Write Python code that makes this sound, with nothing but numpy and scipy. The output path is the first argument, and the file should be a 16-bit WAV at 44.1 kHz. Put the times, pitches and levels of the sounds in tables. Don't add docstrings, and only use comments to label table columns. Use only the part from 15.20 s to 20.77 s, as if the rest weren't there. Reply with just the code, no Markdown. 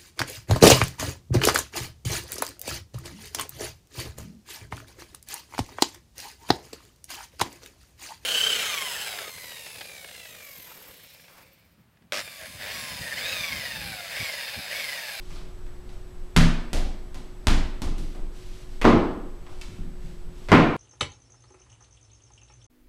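import sys
import numpy as np
from scipy import signal
from scipy.fft import rfft, irfft
from scipy.io import wavfile
from scipy.ndimage import uniform_filter1d

SR = 44100
rng = np.random.default_rng(int(sys.argv[2]) if len(sys.argv) > 2 else 0)


def wrap_up_sound(samples):
    columns = np.atleast_2d(samples).T
    tamed = np.clip(columns, -1, 1)
    steps = np.round(tamed * 32767).astype(np.int16)
    wavfile.write(sys.argv[1], SR, steps)


N = 245460
BLOW_SAMPLES = 44100
TIME = np.arange(N) / SR
BLOW_TIME = TIME[:BLOW_SAMPLES]
BIN_HZ = np.fft.rfftfreq(BLOW_SAMPLES, 1 / SR)


# start in seconds, level in dB, bass in dB,
# treble tilt in dB per octave, direct crack in dB, shoe resonance in Hz, its peak in dB,
# board ring in dB, its centre in Hz, joist sway in dB.
SLIPPER_LANDINGS = [(1.1638, -11, -8, -2, 8, 1530, 2.5, -9, 148.6, -10),
                    (1.5320, -27, 5, 1.5, 2, 670, 7.5, -44, 90.5, -16),
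                    (1.9450, -41, 2, 1, 0, 770, 5.5, -40, 218, -47),
                    (2.2705, -14.5, 0.5, -1.7, 5, 440, -7.5, -28, 275, -11.5),
                    (2.6195, -34.5, 10.5, 1.9, 3, 935, 8.5, -35, 232, -19.5),
                    (2.7810, -46, 16, 3.5, -8, 1800, 0, -38, 183, -20)]
# frequency in Hz, relative level in dB.
SOLE_SPECTRUM = [(30, 2), (60, 22.5), (90, 15), (130, 9.5), (300, 10.5), (500, 2), (1000, -2), (2000, -1.5),
                 (4000, -2.5), (6000, -7), (9000, -11.5), (14000, -23.5), (16000, -48)]


def slippers():
    return landings(SLIPPER_LANDINGS, SOLE_SPECTRUM, bass_hz=474)


HEEL_LANDINGS = [(3.6152, -22, -5, 5.5, -1, 2400, 4, -44, 90, -16.5),
                 (3.6446, -2, 0.5, -1.7, -8, 2070, -5.5, -10, 327, -26),
                 (5.2867, -18.5, -11, 2, -3, 1050, -5, -29, 120, -45),
                 (5.3180, -0.9, 0.2, -1.34, -0.5, 2700, 2.5, -12, 213, -27)]
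# frequency in Hz, relative level in dB.
HEEL_SPECTRUM = [(30, -11), (60, 1), (90, 6), (130, 3.5), (280, 9.5), (420, 6), (560, 2), (800, -1),
                 (1100, 1), (1600, -4), (2200, -6), (3200, -14), (5000, -21.5), (8000, -32.5),
                 (14000, -47.5)]
# frequency in Hz, level in dB against the landing, 60 dB decay in seconds.
HEEL_PIN_MODES = [(6230, -52, 0.66), (11750, -63, 0.88), (12730, -64, 0.52)]


def heeled_shoes():
    out = landings(HEEL_LANDINGS, HEEL_SPECTRUM, bass_hz=453)
    for start, level_db, *_ in HEEL_LANDINGS:
        add(out, start, from_db(level_db) * rings(HEEL_PIN_MODES))
    return out


def landings(rows, spectrum, bass_hz):
    out = np.zeros(N)
    bass_shelf = 1 / (1 + (BIN_HZ / bass_hz) ** 3)
    for start, level_db, bass_db, tilt_db, direct_db, body_hz, body_db, ring_db, ring_hz, sway_db in rows:
        tone_db = bass_db * bass_shelf + treble(tilt_db) + shoe_body(body_hz, body_db)
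        crack = colour(room(direct_db), at_hz(spectrum, BIN_HZ) + level_db + tone_db)
        add(out, start, crack + from_db(ring_db) * floorboards(ring_hz) + from_db(sway_db) * joists())
    return out


# frequency in Hz, relative level in dB, 60 dB decay in seconds.
BOARD_MODES = [(60, -4, 0.81), (92.2, 3, 0.44), (129, -7, 0.35), (164.6, 1.5, 0.43), (176, -7, 0.37),
               (210, -17, 0.62), (233.9, -7.5, 0.68), (258.3, -11, 0.71), (296.4, -1, 0.49),
               (318, -5, 0.64), (351.5, -8.5, 0.86), (380, -8, 0.8), (445.6, -4, 0.57), (528, -24, 0.47)]


def floorboards(centre_hz, falloff_db=14.5, swell_s=0.014):
    favoured = [(hz, db - falloff_db * np.log2(hz / centre_hz) ** 2, t60) for hz, db, t60 in BOARD_MODES]
    swell = 1 - np.exp(-BLOW_TIME / swell_s)
    return rings(favoured, scatter_db=3.5) * swell * bass_return()


def joists(hz=22.44, t60_s=0.61, swell_s=0.052, gain_db=9.0):
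    envelope = from_db(gain_db - 60 * BLOW_TIME / t60_s) * (1 - np.exp(-BLOW_TIME / swell_s))
    return envelope * np.sin(2 * np.pi * hz * BLOW_TIME)


# start in seconds, level in dB, treble tilt in dB per octave,
# board ring in dB, its centre in Hz, joist sway in dB.
FOOTFALLS = [(0.116, -40, 1, -47.5, 190, -57), (2.950, -36.5, 5.5, -42.5, 303, -30),
             (4.477, -33.5, -4, -38.5, 100, -58), (4.583, -29.5, -2, -36.5, 163, -25.5),
             (4.835, -34, -3, -43.5, 129, -50), (5.039, -52, -9, -44, 129, -35)]
# frequency in Hz, relative level in dB.
FOOT_SPECTRUM = [(30, -25), (100, 6.5), (200, 11), (400, -10), (1000, -26), (4000, -29), (14000, -47)]


def steps(direct_db=-15.0):
    out = np.zeros(N)
    for start, level_db, tilt_db, ring_db, ring_hz, sway_db in FOOTFALLS:
        pad = colour(room(direct_db), at_hz(FOOT_SPECTRUM, BIN_HZ) + level_db + treble(tilt_db))
        add(out, start, pad + from_db(ring_db) * floorboards(ring_hz) + from_db(sway_db) * joists())
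    return out


# start in seconds, level in dB, treble tilt in dB per octave,
# direct sound in dB, shoe resonance in Hz, its peak in dB.
HANDLING_CLICKS = [(.104, -43, -1, -5, 1100, -1), (.158, -42.5, -1.5, -6, 4500, 5),
                   (0.465, -53.5, -2, 0, 1720, 10), (.692, -50, -1, 2.5, 4000, 2),
                   (2.950, -42.5, -6, -3, 590, 6), (4.264, -39, -6.5, -15, 2800, 0)]
# frequency in Hz, relative level in dB.
CLICK_SPECTRUM = [(30, -7), (400, 3), (1200, 2.5), (1800, -3.5), (2400, -0.5), (5000, -3.5), (9000, -11),
                  (14000, -26)]
# frequency in Hz, relative level in dB, 60 dB decay in seconds.
BUCKLE_MODES = [(2320, -12, 0.027), (2600, -10, .04), (4050, -17, .03), (4800, -13, .03), (6000, -16, .025)]


def handling():
    out = np.zeros(N)
    for start, level_db, tilt_db, direct_db, body_hz, body_db in HANDLING_CLICKS:
        tone_db = treble(tilt_db) + shoe_body(body_hz, body_db, octaves=0.47)
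        click = colour(room(direct_db), at_hz(CLICK_SPECTRUM, BIN_HZ) + level_db + tone_db)
        add(out, start, click + from_db(level_db + direct_db) * rings(BUCKLE_MODES))
    return out


def creak(start_s=4.4137, level_db=-38.5, slips=3, gap_s=0.00225, slip_loss_db=6.0, low_cut_hz=1500):
    low_cut_db = -10 * np.log10(1 + (low_cut_hz / (BIN_HZ + 1)) ** 4)
    tone_db = at_hz(CLICK_SPECTRUM, BIN_HZ) + shoe_body(2350, peak_db=1.0, octaves=0.19) + low_cut_db
    slip = colour(room(direct_db=4.0), tone_db) + from_db(6.0) * rings(BUCKLE_MODES)
    out = np.zeros(N)
    for k in range(slips):
        add(out, start_s + k * gap_s, from_db(level_db - k * slip_loss_db) * slip)
    return out


# start in seconds, length in seconds, level in dB.
MOVEMENTS = [(-.02, .1, -59), (.07, .09, -54.5), (0.678, 0.054, -62), (2.737, 0.18, -57.5),
             (3.113, 0.31, -56), (3.466, 0.1, -59.5), (4.26, 0.31, -60), (4.79, 0.12, -60),
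             (5.126, 0.18, -59.5)]
# frequency in Hz, relative level in dB.
CLOTH_SPECTRUM = [(300, -29), (1200, -5), (3000, 1.5), (5500, -1.5), (9000, -8), (14000, -17.5)]


def rustle(attack_s=0.057, fade_db_per_s=110, grain_db=0.5):
    power = 0
    for start, length_s, level_db in MOVEMENTS:
        swell = np.clip((TIME - start) / attack_s, 0, 1)
        fade_db = fade_db_per_s * np.maximum(TIME - start - length_s, 0)
        power += (swell * from_db(level_db - fade_db)) ** 2
    grain = rms_one(uniform_filter1d(rng.standard_normal(N), size=400))
    return rms_one(noise(CLOTH_SPECTRUM)) * np.sqrt(power) * from_db(grain_db * grain)


# delay at the microphone in seconds, gain against the direct sound.
NEAR_ECHOES = [(.0011, 0.2), (.002, 0.38), (.0043, 0.3), (.0052, .33), (0.0127, 0.45)]
# frequency in Hz, relative level in dB, 60 dB decay in seconds.
PLANK_MODES = [(634, -22, 0.65), (720, -20, 0.37), (765, -28, 0.78), (848, -25.5, 0.34), (929, -32, 0.89),
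               (1033, -21.5, 0.66), (1166, -31, 0.9), (1211, -20.5, 0.44), (1390, -23.5, 0.41),
               (1480, -29, 0.33), (1975, -19, .35), (2070, -17.5, 0.25), (2167, -22.5, 0.33),
               (3410, -20, 0.33), (5000, -26, 0.23)]


def room(direct_db, crack_db=21.5, crispness=0.43, build_s=0.00079, planks_db=-2.0):
    out = room_tail() + from_db(planks_db) * rings(PLANK_MODES)
    out *= 1 - np.exp(-BLOW_TIME / build_s)
    direct = from_db(crack_db + direct_db)
    out[:2] += direct * np.array([1 + crispness, -crispness])
    for delay_s, strength in NEAR_ECHOES:
        out[round(delay_s * SR)] += strength * direct
    return out


# band centre in Hz, 60 dB decay in seconds.
ROOM_DECAY = [(60, 0.58), (200, 0.77), (560, 0.74), (1500, 0.66), (4000, 0.56), (7000, 0.47), (13000, 0.32)]


def room_tail(first_echoes_per_s=1500, thicken_s=0.02):
    density = np.clip(first_echoes_per_s / SR * (1 + (BLOW_TIME / thicken_s) ** 2), 1e-3, 1)
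    signs = rng.choice([-1, 1], BLOW_SAMPLES)
    arrivals = rng.random(BLOW_SAMPLES) < density
    echo_spectrum = rfft(signs * arrivals / np.sqrt(density))
    tail, centres = 0, [hz for hz, _ in ROOM_DECAY]
    for this_band, (hz, t60) in zip(np.eye(len(centres)), ROOM_DECAY):
        band_gain = at_hz(list(zip(centres, this_band)), BIN_HZ)
        band = irfft(echo_spectrum * band_gain) * from_db(-60 * BLOW_TIME / t60)
        tail += band * (bass_return() if hz < 400 else 1)
    return even_out(tail)


def even_out(tail, fine_bins=45, broad_bins=500):
    power = np.abs(rfft(tail)) ** 2
    fine, broad = (uniform_filter1d(power, size=bins) for bins in (fine_bins, broad_bins))
    return colour(tail, 10 * np.log10(broad / fine))


def bass_return(delay_s=0.11, width_s=0.028, lift_db=4.0):
    return from_db(lift_db * np.exp(-((BLOW_TIME - delay_s) / width_s) ** 2))


# frequency in Hz, rms level in dB, line width in Hz.
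APPLIANCE_TONES = [(174.5, -65, 3.05), (361.4, -53.5, 2.6), (7860, -72, 48)]


def appliance():
    out = 0
    for hz, level_db, width_hz in APPLIANCE_TONES:
        jitter = uniform_filter1d(rng.standard_normal(N), size=300)
        wander = np.cumsum(jitter) * np.sqrt(2 * np.pi * width_hz / SR)
        out += from_db(level_db) * np.sqrt(2) * np.sin(2 * np.pi * hz * TIME + wander)
    return out


# frequency in Hz, relative level in dB.
AIR_SPECTRUM = [(12, -4), (23, 0), (35, -10), (60, -18), (110, -24), (200, -30.5), (420, -36), (600, -39.5),
                (1200, -44), (2500, -50.5), (5000, -55), (9000, -60), (14000, -63.5)]


def still_air(gain_db=-4):
    return from_db(gain_db) * noise(AIR_SPECTRUM)


def rings(modes, scatter_db=-2.5):
    out = 0
    for hz, level_db, t60 in modes:
        envelope = from_db(level_db + scatter_db * rng.standard_normal() - 60 * BLOW_TIME / t60)
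        out += envelope * np.sin(2 * np.pi * (hz * BLOW_TIME + rng.random()))
    return out


def treble(tilt_db, corner_hz=1450):
    return tilt_db * np.log2(1 + (BIN_HZ / corner_hz) ** 2) / 2


def shoe_body(centre_hz, peak_db, octaves=0.5):
    return peak_db * np.exp(-(np.log2((BIN_HZ + 1) / centre_hz) / octaves) ** 2)


def colour(x, gain_db):
    cepstrum = irfft(np.log(from_db(gain_db)))
    cepstrum[1:len(x) // 2] *= 2
    cepstrum[len(x) // 2 + 1:] = 0
    return irfft(rfft(x) * np.exp(rfft(cepstrum)))


def noise(spectrum):
    gain = from_db(at_hz(spectrum, np.fft.rfftfreq(N, 1 / SR)))
    return irfft(rfft(rng.standard_normal(N)) * gain, N)


def at_hz(points, hz):
    knots, values = np.transpose(points)
    return np.interp(np.log(np.maximum(hz, 1)), np.log(knots), values)


def from_db(db):
    return 10 ** (np.asarray(db) / 20)


def rms_one(x):
    return x / np.sqrt(np.mean(x ** 2) + 1e-20)


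def add(out, start_s, sound):
    start = round(start_s * SR)
    out[start:start + len(sound)] += sound[:N - start]


def scene():
    shoes = slippers() + heeled_shoes()
    person = steps() + handling() + creak() + rustle()
    return (shoes + person + appliance() + still_air())[None]


def record(dry, ceiling=0.92, cutoff_hz=14300):
    clipped = np.clip(dry, -ceiling, ceiling)
    low_pass = signal.ellip(12, 0.2, 90, cutoff_hz, fs=SR, output="sos")
    return signal.sosfilt(low_pass, clipped)


dry = scene()
out = record(dry)
wrap_up_sound(out)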